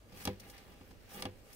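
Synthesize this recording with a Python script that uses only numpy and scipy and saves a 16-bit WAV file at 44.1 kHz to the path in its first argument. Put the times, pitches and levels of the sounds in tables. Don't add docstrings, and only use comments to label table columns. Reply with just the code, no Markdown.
import sys
import numpy as np
from scipy import signal
from scipy.io import wavfile

SR = 44100
rng = np.random.default_rng(int(sys.argv[2]) if len(sys.argv) > 2 else 0)


def output_pcm(signal):
    pcm = np.clip(np.atleast_2d(signal).T, -1, 1) * 32767
    wavfile.write(sys.argv[1], SR, np.round(pcm).astype(np.int16))


N = 68355

# centre_hz, width_hz, level_db
HUM_BANDS = [(51.3, 11.3, -66), (95.1, 16.5, -70)]
# frequency_hz, density_db (per Hz)
ROOM_SPECTRUM = [(12, -37), (20, 2), (119, -4.5), (157, -7.5), (298, -6.5), (616, -10.5), (791, -25),
                 (885, -20), (1200, -19.5), (1630, -23), (2220, -23.5), (5560, -29.5), (15600, -35.5)]
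# frequency_hz, correlation (-1 to 1)
ROOM_CORRELATION = [(25, 0.4), (125, 0.35), (500, 0.66), (1500, 0), (5000, 0.22), (15000, 0)]
# frequency_hz, left_minus_right_db
ROOM_BALANCE = [(60, -8), (180, 1.5), (550, -0.5), (1650, 1), (4970, -1.5), (15000, 1)]
ROOM_DB = -59.5

# frequency_hz, correlation (-1 to 1)
CLOSE_CORRELATION = [(40, 1), (100, 0.97), (340, 0.99), (500, 0.7), (850, 0.54), (1200, 0.18), (1750, 0.28),
                     (2300, -0.27), (3300, 0.42), (4400, -0.3), (5500, -0.13), (7000, 0.34), (8800, -0.27),
                     (11500, 0.4), (14500, -0.14)]
# frequency_hz, left_minus_right_db
CLOSE_BALANCE = [(60, 1.5), (200, 0.5), (400, 0), (700, -2.5), (1100, -3), (1500, 0.5), (2200, -4.5),
                 (2800, 3), (3500, -1.5), (4400, 6), (6500, -3.5), (8800, 8.5), (11000, 4.5), (14000, -7.5)]

# time_s, low_db, middle_db, treble_db
SCRAPE_LEVELS = [(0, -76, -104, -94), (0.088, -71, -72.5, -80), (0.148, -51.5, -61.5, -69.5),
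                 (.185, -54.5, -59, -60.5), (0.213, -49.5, -50.5, -57.5), (.245, -59, -60, -61),
                 (.3, -41, -56, -71), (0.378, -64.5, -69.5, -81), (.456, -51.5, -61, -70),
                 (0.513, -57.5, -70.5, -63.5), (.54, -84, -59.5, -73.5), (.58, -86, -60.5, -72),
                 (.65, -59, -65.5, -75), (.76, -65, -70, -77.5), (.83, -82, -68, -77.5),
                 (.88, -69, -70.5, -75), (.92, -68, -68.5, -75), (.966, -80, -74, -82.5),
                 (1.07, -72, -65.5, -77), (1.102, -63, -57.5, -66), (1.145, -51, -58.5, -56.5),
                 (1.165, -48, -58.5, -56.5), (1.194, -44, -48, -62), (1.213, -49.5, -62.5, -59),
                 (1.25, -44, -60, -71), (1.32, -67, -70, -82), (1.46, -63, -72.5, -75),
                 (1.528, -66, -61.5, -68), (1.55, -85, -68.5, -60.5)]
# frequency_hz, density_db (per Hz)
RUSTLE_SPECTRUM = [(700, -16), (1200, -19.5), (1600, -14), (2200, -12), (2700, -13.5), (3400, -20.5),
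                   (4500, -15.5), (5700, -15), (7000, -19), (9500, -15), (11500, -19), (13300, -15),
                   (14900, -11), (16000, -20)]
RUSTLE_GAIN_DB, TREBLE_FROM_HZ = 5.5, 5050
GRAINS_PER_S, GRAIN_SPREAD_DB = 4900, 3.0
LUMPY_DB, LUMPS_HZ = 1.2, 70
FLICKER_DB, FLICKER_HZ = 1.56, 17

# time_s, level_db
RUB_UPPER_LEVELS = [(0, -76), (.1, -67), (.14, -59.5), (.24, -57.5), (.36, -72), (.47, -58.5), (.6, -65),
                    (.72, -61.5), (.8, -67.5), (.95, -72), (1.05, -76), (1.11, -61), (1.155, -47.5),
                    (1.21, -51), (1.3, -68.5), (1.4, -76), (1.5, -62), (1.55, -70)]
RUB_DB, RUB_TILT_DB = -25.5, 4.5
RUB_CROSSOVER = 1

# start_s, crack_db, thump_db, crack_tilt_db_per_octave, thump_tilt_db_per_octave
TICK_CONTACTS = [(0.121, -56.5, -54, -0.5, 0.81), (0.397, -48, -62, 4, 0.71), (0.497, -47, -64, 1.5, 0.27),
                 (0.543, -59.5, -60.5, 1, 2), (0.571, -80, -69, -1, 2.2), (.578, -49, -89, -1, 1.3),
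                 (.682, -61.5, -62.5, -7, -1.8), (0.718, -57.5, -61, -1, 1.5), (0.81, -67, -51.5, -5, 0.32),
                 (.909, -54.5, -53.5, -3.5, -0.7), (1.116, -53, -81, -8, 2), (1.528, -55, -80, 6, 0)]
# start_s, crack_db, thump_db, crack_tilt_db_per_octave,
# thump_tilt_db_per_octave, crack_peak_hz
SHELL_CONTACTS = [(0.2524, -31.5, -39, 2, 3, 4760), (0.2737, -31.5, -30, -3.5, 1.5, 3380),
                  (1.2227, -33, -41.5, -2, 3.5, 4400), (1.2536, -36.5, -35, -4.5, 2, 3040)]
# frequency_hz, density_db (per Hz)
CRACK_SPECTRUM = [(500, -2.5), (900, 0), (1400, -6.5), (2200, 1.5), (2900, -3), (3400, -1), (3900, 0),
                  (4700, -2), (5600, 1), (7200, -12), (9400, -2), (11500, -10.5), (13500, -8.5),
                  (16000, -13)]
# frequency_hz, t60_s
ECHO_T60 = [(500, 0.18), (2000, 0.14), (5000, 0.082), (15000, .04)]
ECHO_DB = -13
KNOCK_RISE_S, KNOCK_T60_S, TICK_RISE_S, TICK_T60_S = 0.00051, 0.013, 0.0036, 0.021
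PEAK_DB, PEAK_OCTAVES, TICK_PEAK_HZ = 3, 0.34, 5120

# frequency_hz, relative_level_db, t60_s, build_up_s
BOX_MODES = [(42, -14, 0.04, 0.0069), (82, -11, 0.21, 0.007), (97.4, -6, 0.21, 0.016),
             (196.4, -5, 0.15, 0.0013), (225.8, -6, 0.087, 0.0025), (262.7, -3, 0.065, 0.0018),
             (349, -13.5, 0.16, 0.009), (398.4, -11.5, 0.14, 0.009), (503.7, -10.5, 0.11, .08),
             (610.5, -13, 0.05, 0.0037), (807.4, -6.5, 0.062, 0.0011), (982, -21, 0.16, 0.00067),
             (1188.4, -10, 0.048, 0.00043), (1671, -15.5, 0.06, 0.00033), (2264, -19.5, 0.057, 0.003),
             (2840, -13.5, 0.043, 0.00033), (3330, -13, 0.034, 0.00081), (4690, -17, 0.019, 0.00054),
             (5800, -29, 0.015, 0.00063), (9500, -23, 0.0085, .0005)]
MODE_SPREAD_DB = 1.0

CUTOFF_HZ = 15750


def from_db(db):
    return 10 ** (np.asarray(db) / 20)


def rms_one(x):
    return x / np.sqrt(np.mean(x ** 2) + 1e-20)


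def at_hz(points, hz):
    curve_hz, values = np.transpose(points)
    return np.interp(np.log(hz), np.log(curve_hz), values)


def at_time(times_s, values):
    return np.interp(np.arange(N) / SR, times_s, values)


def drift(rate_hz):
    step = 40
    pole = np.exp(-2 * np.pi * rate_hz * step / SR)
    noise = rng.standard_normal(N // step + 2002)
    slow = signal.lfilter([1], [1, -2 * pole, pole * pole], noise)[2000:]
    return np.interp(np.arange(N) / step, np.arange(len(slow)), rms_one(slow))


def stereo(mid, side, hz, correlation=CLOSE_CORRELATION, balance=CLOSE_BALANCE):
    alike = at_hz(correlation, hz)
    sign = np.array([[1], [-1]])
    pair = np.sqrt(1 + alike) * mid + np.sqrt(1 - alike) * side * sign
    return from_db(sign * at_hz(balance, hz) / 2) * pair / np.sqrt(2)


def banded(spectrum, source, gain, *pair):
    low_hz, top_hz = spectrum[0][0], 16500
    edges = np.geomspace(low_hz, top_hz, int(5 * np.log2(top_hz / low_hz)) + 1)
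    out, power = 0, 0
    for k, (low, high) in enumerate(zip(edges, edges[1:])):
        band = signal.butter(2, [low, high], "band", fs=SR, output="sos")
        mid, side = signal.sosfilt(band, source[k % 2])
        hz = np.sqrt(low * high)
        level = from_db(at_hz(spectrum, hz))
        power += level ** 2 * np.mean(mid ** 2)
        out = out + level * gain(hz) * stereo(mid, side, hz, *pair)
    return out / np.sqrt(power)


def clicks(times_s, db):
    out = np.full(N, 1e-18)
    out[(np.asarray(times_s) * SR).astype(int)] = from_db(db)
    return out


def fade(x, t60_s):
    return signal.lfilter([1], [1, -from_db(-60 / (t60_s * SR))], x)


def smooth(x, time_s):
    pole = np.exp(-1 / (time_s * SR))
    return signal.lfilter([1 - pole], [1, -pole], x)


def ring(x, hz, decay):
    w = 2 * np.pi * hz / SR
    return signal.lfilter([0, np.sin(w)], [1, -2 * decay * np.cos(w), decay * decay], x)


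def hum():
    out = 0
    for hz, width_hz, db in HUM_BANDS:
        edges = [hz - width_hz / 2, hz + width_hz / 2]
        band = signal.butter(2, edges, "band", fs=SR, output="sos")
        tone = signal.sosfilt(band, rng.standard_normal(N + SR))[SR:]
        out = out + from_db(db) * rms_one(tone)
    return out


def room():
    noise = rng.standard_normal((2, 2, N))

    def gain(hz):
        return from_db(1.2 * drift(2.3))

    return from_db(ROOM_DB) * banded(ROOM_SPECTRUM, noise, gain, ROOM_CORRELATION, ROOM_BALANCE)


def grains():
    shape = (2, 2, N)
    sizes = from_db(GRAIN_SPREAD_DB * np.minimum(rng.exponential(1, shape), 5))
    signs = rng.choice([-1, 1], shape)
    return sizes * signs * (rng.random(shape) < GRAINS_PER_S / SR) + 1e-18


def rustle(mid_db, treble_db):
    together_db = LUMPY_DB * drift(LUMPS_HZ)

    def gain(hz):
        treble_share = np.clip(np.log2(hz / TREBLE_FROM_HZ) + 0.5, 0, 1)
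        scrape_db = mid_db + treble_share * (treble_db - mid_db)
        return from_db(scrape_db + together_db + FLICKER_DB * drift(FLICKER_HZ))

    return from_db(RUSTLE_GAIN_DB) * banded(RUSTLE_SPECTRUM, grains(), gain)


def rubbed_box(low_db, upper_db):
    noise, out = grains(), 0
    for k, (hz, level_db, t60_s, _) in enumerate(BOX_MODES):
        upper_share = np.clip(RUB_CROSSOVER * np.log2(hz / 400), 0, 1)
        tilt_db = RUB_TILT_DB * np.log2(min(hz, 1000) / 400)
        rub = from_db(low_db + upper_share * (upper_db - low_db) + tilt_db)
        mid, side = ring(rub * rms_one(noise[k % 2]), hz, from_db(-60 / (t60_s * SR)))
        out = out + from_db(level_db) * stereo(mid, side, hz)
    return from_db(RUB_DB) * out


def cracks(rows, peak_hz, rise_s, t60_s):
    times_s, db, _, tilt_db, *_ = np.transpose(rows)

    def gain(hz):
        peak_db = PEAK_DB * np.exp(-(np.log2(hz / peak_hz) / PEAK_OCTAVES) ** 2)
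        hit = clicks(times_s, db + peak_db + tilt_db * np.log2(hz / 3000))
        echo = from_db(ECHO_DB) * fade(hit, at_hz(ECHO_T60, hz))
        return smooth(fade(hit, t60_s) + echo, rise_s)

    return banded(CRACK_SPECTRUM, rng.standard_normal((2, 2, N)), gain)


def struck_box(rows):
    times_s, _, db, _, tilt_db = np.transpose([row[:5] for row in rows])
    chance = rng.normal(0, 1, (len(times_s), len(BOX_MODES)))
    n = np.arange(SR // 10)
    out = 0
    for k, (hz, level_db, t60_s, build_s) in enumerate(BOX_MODES):
        tilted_db = db + level_db + tilt_db * np.log2(hz / 400)
        hit = -clicks(times_s, tilted_db + MODE_SPREAD_DB * chance[:, k])
        slow = from_db(-60 / (t60_s * SR))
        fast = slow * np.exp(-1 / (build_s * SR))
        struck = ring(hit, hz, slow) - ring(hit, hz, fast)
        struck = struck / np.max(slow ** n - fast ** n)
        quarter_period = int(SR / hz / 4)
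        out = out + stereo(struck, np.roll(struck, quarter_period), hz)
    return out


def scene():
    times_s, *columns = np.transpose(SCRAPE_LEVELS)
    low_db, mid_db, treble_db = [at_time(times_s, column) for column in columns]
    upper_db = at_time(*np.transpose(RUB_UPPER_LEVELS))
    background = hum() + room()
    rubbing = rustle(mid_db, treble_db) + rubbed_box(low_db, upper_db)
    ticks = cracks(TICK_CONTACTS, TICK_PEAK_HZ, TICK_RISE_S, TICK_T60_S)
    shell_peak_hz = np.array(SHELL_CONTACTS)[:, -1]
    knocks = cracks(SHELL_CONTACTS, shell_peak_hz, KNOCK_RISE_S, KNOCK_T60_S)
    thumps = struck_box(SHELL_CONTACTS + TICK_CONTACTS)
    return background + rubbing + ticks + knocks + thumps


def record(dry):
    return signal.sosfilt(signal.ellip(12, 0.5, 60, CUTOFF_HZ, fs=SR, output="sos"), dry)


dry = scene()
out = record(dry)
output_pcm(out)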